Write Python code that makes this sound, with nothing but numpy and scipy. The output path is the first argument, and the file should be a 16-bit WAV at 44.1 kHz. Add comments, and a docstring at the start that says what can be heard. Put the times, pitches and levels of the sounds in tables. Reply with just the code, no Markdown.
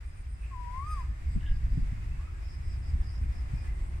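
"""A whistle in a garden

A bird gives one loud whistle: it sags, swells to a bright crest and falls away, and the trees echo it.
Small birds chip, scold and call farther off, and insects pulse in the foliage. Underneath lie a soft
wash of leaves, a distant engine drone and the rumble and dull bumps of air on the microphone."""
import sys
import numpy as np
from scipy import signal
from scipy.fft import rfft, irfft
from scipy.io import wavfile
from scipy.ndimage import uniform_filter1d

SR = 44100
rng = np.random.default_rng(int(sys.argv[2]) if len(sys.argv) > 2 else 0)


def dump(signal):
    """Clip the signal to [-1, 1] and save it as 16-bit WAV at the path in sys.argv[1]."""
    limited = np.clip(np.atleast_2d(signal).T, -1, 1)
    pcm = np.round(limited * 32767).astype(np.int16)
    wavfile.write(sys.argv[1], SR, pcm)


N = 176400
FAR_T60_S = .45  # reverberation time of the distant birds
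# envelope of the open air and the crowd of birds (time [s], relative level [dB])
AMBIENT_LEVEL = [(0.0, -63.5), (0.28, -62.5), (0.97, -58), (1.12, -60.5), (1.88, -59.5), (3.8, -59.5),
                 (4.0, -61)]


def undb(db):
    """Amplitude ratio of a level in decibels."""
    return 10 ** (np.asarray(db) / 20)


def curve(rows, column=1):
    """Linear interpolation of one table column in time."""
    rows = np.array(rows)
    return np.interp(np.arange(N) / SR, rows[:, 0], rows[:, column])


def colour(points, hz):
    """Interpolation of (frequency [Hz], value) on a logarithmic frequency axis."""
    points = np.array(points)
    return np.interp(np.log(hz + 1), np.log(points[:, 0] + 1), points[:, 1])


def noise(gain):
    """Spectral shaping: white noise filtered by gain(frequency), at unit rms."""
    x = irfft(rfft(rng.standard_normal(N)) * gain(np.fft.rfftfreq(N, 1 / SR)), N)
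    return x / x.std()


def band(hz, width_hz):
    """Band-pass noise with a Gaussian spectrum."""
    return noise(lambda f: np.exp(-((f - hz) / width_hz) ** 2 * 2))


def walk(rate_hz):
    """Random modulation: low-pass noise of zero mean and unit rms."""
    return noise(lambda f: (f > 0) * np.exp(-(f / rate_hz) ** 2))


def wide(spectrum, correlation):
    """Partially coherent stereo noise: the balance of mid and side sets the left-right correlation."""
    f = np.fft.rfftfreq(N, 1 / SR)
    c = np.clip(colour(correlation, f), -1, 1)
    mid, side = rfft(rng.standard_normal((2, N))) * undb(colour(spectrum, f)) * np.sqrt([1 + c, 1 - c])
    x = irfft(np.array([mid + side, mid - side]), N)
    return x / x.std()


def trees(x, t60, build_s=.016):
    """Multiple scattering by trunks and leaves: an exponentially decaying echo, different at each ear."""
    t = np.arange(SR) / SR
    onset = 1 - np.exp(-(t / build_s) ** 2)
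    echo = rng.standard_normal((2, SR)) * onset * np.exp(-np.log(1000) * t / t60)
    echo /= np.sqrt((echo ** 2).sum(axis=1, keepdims=True))
    return signal.fftconvolve(x[None], echo, axes=1)[:, :N]


def note(start, length, start_hz, end_hz, waver):
    """A linear frequency glide under a half-sine envelope."""
    progress = np.clip((np.arange(N) / SR - start) / length, 0, 1)
    hz = (start_hz + (end_hz - start_hz) * progress) * (1 + waver)
    return np.sqrt(2) * np.sin(np.pi * progress) * np.sin(2 * np.pi * np.cumsum(hz) / SR)


def air():
    """Incoherent sources, leaves and distant life, add up to broadband noise; a low-mid wash grows."""
    # noise spectrum (frequency [Hz], relative density [dB])
    spectrum = [(160, -11.5), (280, -9), (342, 0), (441, -9), (670, -6), (938, -6), (1050, -5), (1360, -8),
                (2060, -5.5), (2570, -10), (3090, -17.5), (3650, -19), (4250, -21.5), (4860, -18),
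                (6250, -23.5), (7650, -21), (8600, -21), (10700, -30), (15500, -35.5)]
    # likeness of the two ears (frequency [Hz], correlation [-1..1])
    correlation = [(300, -0.52), (1000, -0.68), (2000, 0.092), (15000, -0.19)]
    # envelope of the wash (time [s], level [dB])
    wash_level = [(0, -71.5), (2, -69.5), (3, -64.5), (4, -62)]
    bed = wide([(100, -44.0)] + list(spectrum), correlation)
    wash = undb(curve(wash_level)) * np.array([band(hz=730, width_hz=920) for _ in range(2)])
    flicker_db = 1.02 * walk(9.7)
    return bed * undb(curve(AMBIENT_LEVEL) + 3 + flicker_db) + wash


def rumble():
    """Pressure fluctuations buffet the microphone; a rough flutter grows as a power of their strength."""
    # buffeting spectrum (frequency [Hz], relative density [dB])
    spectrum = [(8, -24), (18, -1.5), (35, -1.5), (60, 1.5), (85, -8), (115, -10.5), (150, -22),
                (200, -30.5), (280, -34), (400, -43), (700, -82)]
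    # gust envelope (time [s], relative level [dB])
    gust_level = [(0.0, -40.5), (1.07, -34.5), (1.12, -31), (1.15, -42), (1.25, -31.5), (1.85, -29),
                  (1.86, -32), (2.13, -32), (2.21, -37.5), (3.0, -31), (3.15, -36.5), (3.21, -27.5),
                  (3.31, -32), (4.0, -33.5)]
    # likeness of the two ears (frequency [Hz], correlation [-1..1])
    correlation = [(25, 0.99), (70, 0.97), (130, 0.9), (220, 0.99), (330, .1)]
    gust = undb(curve(gust_level))
    flutter = band(hz=137, width_hz=107) * undb(-48) * (gust / gust.max()) ** 2.66
    return wide(spectrum, correlation) * gust * undb(-.5) + flutter


def engine_drone():
    """Common frequency modulation: the partials of a distant engine waver together with its speed."""
    # engine tones (frequency [Hz], starting level [dB], final level [dB])
    partials = [(74.93, -46.5, -43), (59.98, -51, -40), (323.8, -83.5, -68), (356.6, -82.5, -71)]
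    speed = 1 + .01528 * walk(4.7)
    drone = 0
    for hz, first_db, last_db in partials:
        amplitude = np.sqrt(2) * undb(np.linspace(first_db, last_db, N) + 1.5 * walk(6))
        drone += amplitude * np.sin(2 * np.pi * np.cumsum(hz * speed) / SR)
    return drone


def insects(pulse_s=.029, width_hz=600, pan_db=3):
    """Amplitude-modulated narrowband noise: insects rasp in soft pulses over a flickering chorus."""
    # rasping pulses (time [s], level before panning [dB], centre frequency [Hz])
    pulses = [(.08, -70, 8770), (.19, -67, 8900), (.32, -66.5, 8750), (.425, -69, 8800), (1.3, -74, 7950),
              (1.35, -69.5, 8020), (2.55, -74, 8600), (2.67, -69.5, 8300), (2.8, -71, 8530),
              (2.89, -74, 8360), (3.0, -71, 8500), (3.11, -70.5, 8600), (3.23, -71, 8650),
              (3.33, -76, 8450), (3.43, -75, 8650), (3.55, -74, 8580), (3.65, -69, 8560), (3.77, -71, 8660),
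              (3.89, -70, 8760), (3.99, -72, 8940)]
    # chorus bands (centre frequency [Hz], width [Hz], level before panning [dB])
    chorus = [(5000, 44, -84.5), (6200, 22, -99), (7850, 880, -81.5)]
    t = np.arange(N) / SR
    envelope = sum(undb(db) * np.exp(-((t - when) / pulse_s) ** 2 / 2) for when, db, _ in pulses)
    carrier = np.exp(2j * np.pi * np.cumsum(curve(pulses, column=2)) / SR)
    sound = envelope * np.array([(carrier * (walk(width_hz) + 1j * walk(width_hz))).real
                                 for _ in range(2)])
    for hz, width, db in chorus:
        sound += undb(db + 4.5 * walk(8.9)) * np.array([band(hz, width) for _ in range(2)])
    return sound * undb(np.array([[pan_db], [-pan_db]]) / 2)


def bird_crowd(count=44, low_hz=1552, high_hz=2577, note_s=.061):
    """A diffuse field: many distant birds call at random, and only their echoes arrive."""
    calls = np.zeros(N)
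    for k, (when, pitch, glide, strength) in enumerate(rng.random((count, 4))):
        start = (k + when) / count * N / SR
        hz = low_hz + pitch * (high_hz - low_hz)
        end_hz = hz * (1 + .0787 * (2 * glide - 1))
        calls += undb(-10 + 3.5 * (2 * strength - 1.5)) * note(start, note_s, hz, end_hz, waver=0)
    return trees(2 * calls * undb(curve(AMBIENT_LEVEL)), t60=FAR_T60_S)


def far_birds():
    """Fast frequency modulation roughens far notes, whose echo is nearly as strong as the direct sound."""
    # (time [s], length [s], start pitch [Hz], end pitch [Hz], level [dB], pitch roughness [fraction])
    notes = [(0.411, 0.064, 2500, 2660, -60, .04), (1.421, 0.046, 1692, 1720, -58, 0.029),
             (1.457, 0.047, 1700, 1618, -56, .025), (2.162, 0.11, 970, 1326, -64, 0.033),
             (2.261, .06, 1331, 1278, -60, .06), (3.213, 0.043, 2050, 2216, -62, 0.072),
             (3.6, 0.035, 2420, 2420, -61, 0.012), (3.634, 0.046, 1780, 1704, -63, 0.0086),
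             (3.666, 0.051, 1950, 2102, -57, 0.0153)]
    waver = walk(400)
    calls = sum(undb(db) * note(start, length, start_hz, end_hz, roughness * waver)
                for start, length, start_hz, end_hz, db, roughness in notes)
    return calls + undb(-1) * trees(calls, t60=FAR_T60_S)


def whistle(ear_lag_s=.00002, leaf_cutoff_hz=5500):
    """Source and filter: the harmonics of a nearly pure tone sweep through the throat's resonances."""
    # fundamental (time [s], frequency [Hz])
    pitch = [(.505, 1096), (.525, 1084), (.56, 990), (.61, 987), (.665, 965), (.72, 992), (.77, 1043),
             (.81, 1092), (.85, 1185), (.885, 1242), (.912, 1249), (.938, 1234), (.965, 1163), (1.0, 1034),
             (1.045, 912)]
    # loudness and left-right balance, dipping at each ear as early echoes interfere
    # (time [s], relative level [dB], left minus right [dB])
    level = [(0.5, -81, 5.5), (0.514, -57.5, 5), (0.536, -49, 11), (0.582, -48.5, 9), (0.634, -49, 12),
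             (0.68, -48.5, 35), (0.718, -48, 10.0), (0.778, -42, 9), (0.836, -45, 9), (0.85, -50, 19),
             (0.874, -44, -12), (0.894, -42.5, 5), (0.94, -40.5, 2), (0.952, -51.5, 9), (0.974, -43.5, 5.5),
             (1.02, -50, 11), (1.05, -82, 4)]
    # throat response at the crest (frequency [Hz], level against the fundamental [dB])
    throat = [(2000, -24), (2500, -21), (3400, -45), (4300, -40), (4700, -25), (4950, -22.5), (5450, -40),
              (5900, -35), (6250, -30), (7200, -48), (8100, -31), (8750, -22), (9550, -30), (9950, -46),
              (11600, -53), (12400, -37), (13200, -37), (14200, -54)]
    # flare of the harmonics above the second (time [s], gain [dB])
    brightness = [(.5, -28), (.72, -18), (.8, -12), (.87, -4), (.91, 0), (.95, 1), (.985, -7), (1.04, -17)]
    t = np.arange(N) / SR
    hz = uniform_filter1d(curve(pitch), size=800) * (1 + .001 * walk(110))
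    phase = 2 * np.pi * np.cumsum(hz) / SR
    sounding = uniform_filter1d(1. * ((t > level[0][0]) & (t < level[-1][0])), size=300)
    shimmer_db = -1.05 * walk(73)
    amplitude = np.sqrt(2) * sounding * undb(curve(level) + 1.5 + shimmer_db)
    tone = amplitude * np.sin(phase)

    fall_hz_per_s = np.maximum(-np.gradient(curve(pitch), t), 0)
    scatter_rad = .3 + .0002 * fall_hz_per_s  # the overtones rasp more while the pitch falls
    overtones = 0
    for k in range(2, 14):
        gain_db = colour(throat, k * hz) + (k > 2) * curve(brightness) + 2.5 * walk(25)
        overtones += amplitude * undb(gain_db) * np.sin(k * phase + scatter_rad * walk(260))

    voice = tone + overtones
    balance_db = uniform_filter1d(curve(level, column=2), size=600)
    ears = undb(np.array([balance_db, -balance_db]) / 2)
    direct = np.array([voice, np.interp(t - ear_lag_s, t, voice)]) * ears / ears.mean(axis=0)
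    leaf_absorption = signal.butter(2, leaf_cutoff_hz, fs=SR, output="sos")
    damped = signal.sosfilt(leaf_absorption, overtones)
    return direct + trees(undb(-15) * tone + undb(-1) * damped, t60=.62)


def chips(length_s=.023, spacing_s=.039, rise_db=3.5):
    """Downward frequency sweeps: small birds chip in bursts, each chip louder than the one before."""
    # bursts (time [s], chips [count], relative level [dB], pitch [ratio])
    bursts = [(1.26, 2, -65.5, 0.93), (1.49, 2, -64.5, 0.94), (1.689, 3, -64.5, 0.94),
              (2.419, 3, -55.5, 0.99), (2.614, 3, -57.5, 0.98), (2.816, 2, -58.5, 0.96),
              (3.019, 2, -57, 0.97), (3.09, 2, -57.5, 1), (3.318, 2, -60, 0.99), (3.538, 2, -60, .98)]
    calls, waver = np.zeros(N), .02 * walk(570)
    for start, count, db, ratio in bursts:
        for k in range(count):
            chip = note(start + k * spacing_s, length_s, ratio * 5680, ratio * 4750, waver)
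            calls += undb(db - rise_db * (count - .5 - k)) * chip
    return undb(-4) * calls + undb(1.5) * trees(calls, t60=.23)


def bumps(scuff_rise_s=.0078):
    """Bipolar pressure pulses: air pushes and pulls on the microphone, with a scuff unequal at each ear."""
    # pulses (time [s], peak level [dB], spectral peak [Hz], relative scuff level [dB])
    pulses = [(1.36, -20.5, 34, -30), (1.512, -21, 20.7, -45.5), (1.649, -21, 34, -51),
              (1.728, -20, 31, -41.5), (1.776, -22, 125, -31.5), (1.829, -19.5, 33, -44.5),
              (1.926, -26.5, 81, -42), (2.944, -26, 43, -44.5), (3.01, -25, 30, -51),
              (3.235, -27.5, 38, -45.5), (3.538, -27, 83, -40.5), (3.82, -22.5, 36.5, -51)]
    t = np.arange(N) / SR
    pressure, scuff = 0, 0
    for when, db, hz, scuff_db in pulses:
        u = 2 * np.pi * hz * (t - when)
        pressure -= undb(db) * u * np.exp((1 - np.minimum(u ** 2, 100)) / 2)  # derivative of a Gaussian
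        age = np.clip((t - when) / scuff_rise_s + .5, 0, 50)
        scuff += undb(scuff_db) * age * np.exp(1 - age)
    mid, side = (band(hz=160, width_hz=145) for _ in range(2))
    return pressure + scuff * (mid + .9 * side * np.array([[1], [-1]]))


def scold():
    """Formant filtering: a bird forces fluttering noise through its throat in a few harsh syllables."""
    # syllables (time [s], length [s], relative level [dB])
    syllables = [(1.402, .016, -63), (1.424, .022, -70), (1.445, .026, -58), (1.462, .042, -60.5)]
    # throat resonances (frequency [Hz], width [Hz], gain [dB])
    formants = [(1980, 400, -8), (2870, 330, -1), (3350, 750, -6)]
    t = np.arange(N) / SR
    effort = sum(undb(db) * np.sin(np.pi * np.clip((t - start) / length, 0, 1))
                 for start, length, db in syllables)
    flutter = undb(2.5 * walk(130))
    call = effort * flutter * sum(undb(db) * band(hz, width) for hz, width, db in formants)
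    return call + undb(-1.5) * trees(call, t60=.14)


def scene():
    """Superposition: the pressures of all the garden's sources add at each ear."""
    birds = whistle() + far_birds() + scold() + bird_crowd() + chips()
    return birds + insects() + air() + rumble() + bumps() + engine_drone()


def record(dry, fade_s=.012, cutoff_hz=15650):
    """Band limiting: a steep low-pass filter cuts the top, and the sound eases in and out."""
    t = np.arange(N) / SR
    fade = np.sin(np.pi / 2 * np.clip(np.minimum(t, t[::-1]) / fade_s, 0, 1)) ** 2
    return signal.sosfilt(signal.ellip(10, .1, 80, cutoff_hz, fs=SR, output="sos"), dry * fade)


dry = scene()
out = record(dry)
dump(out)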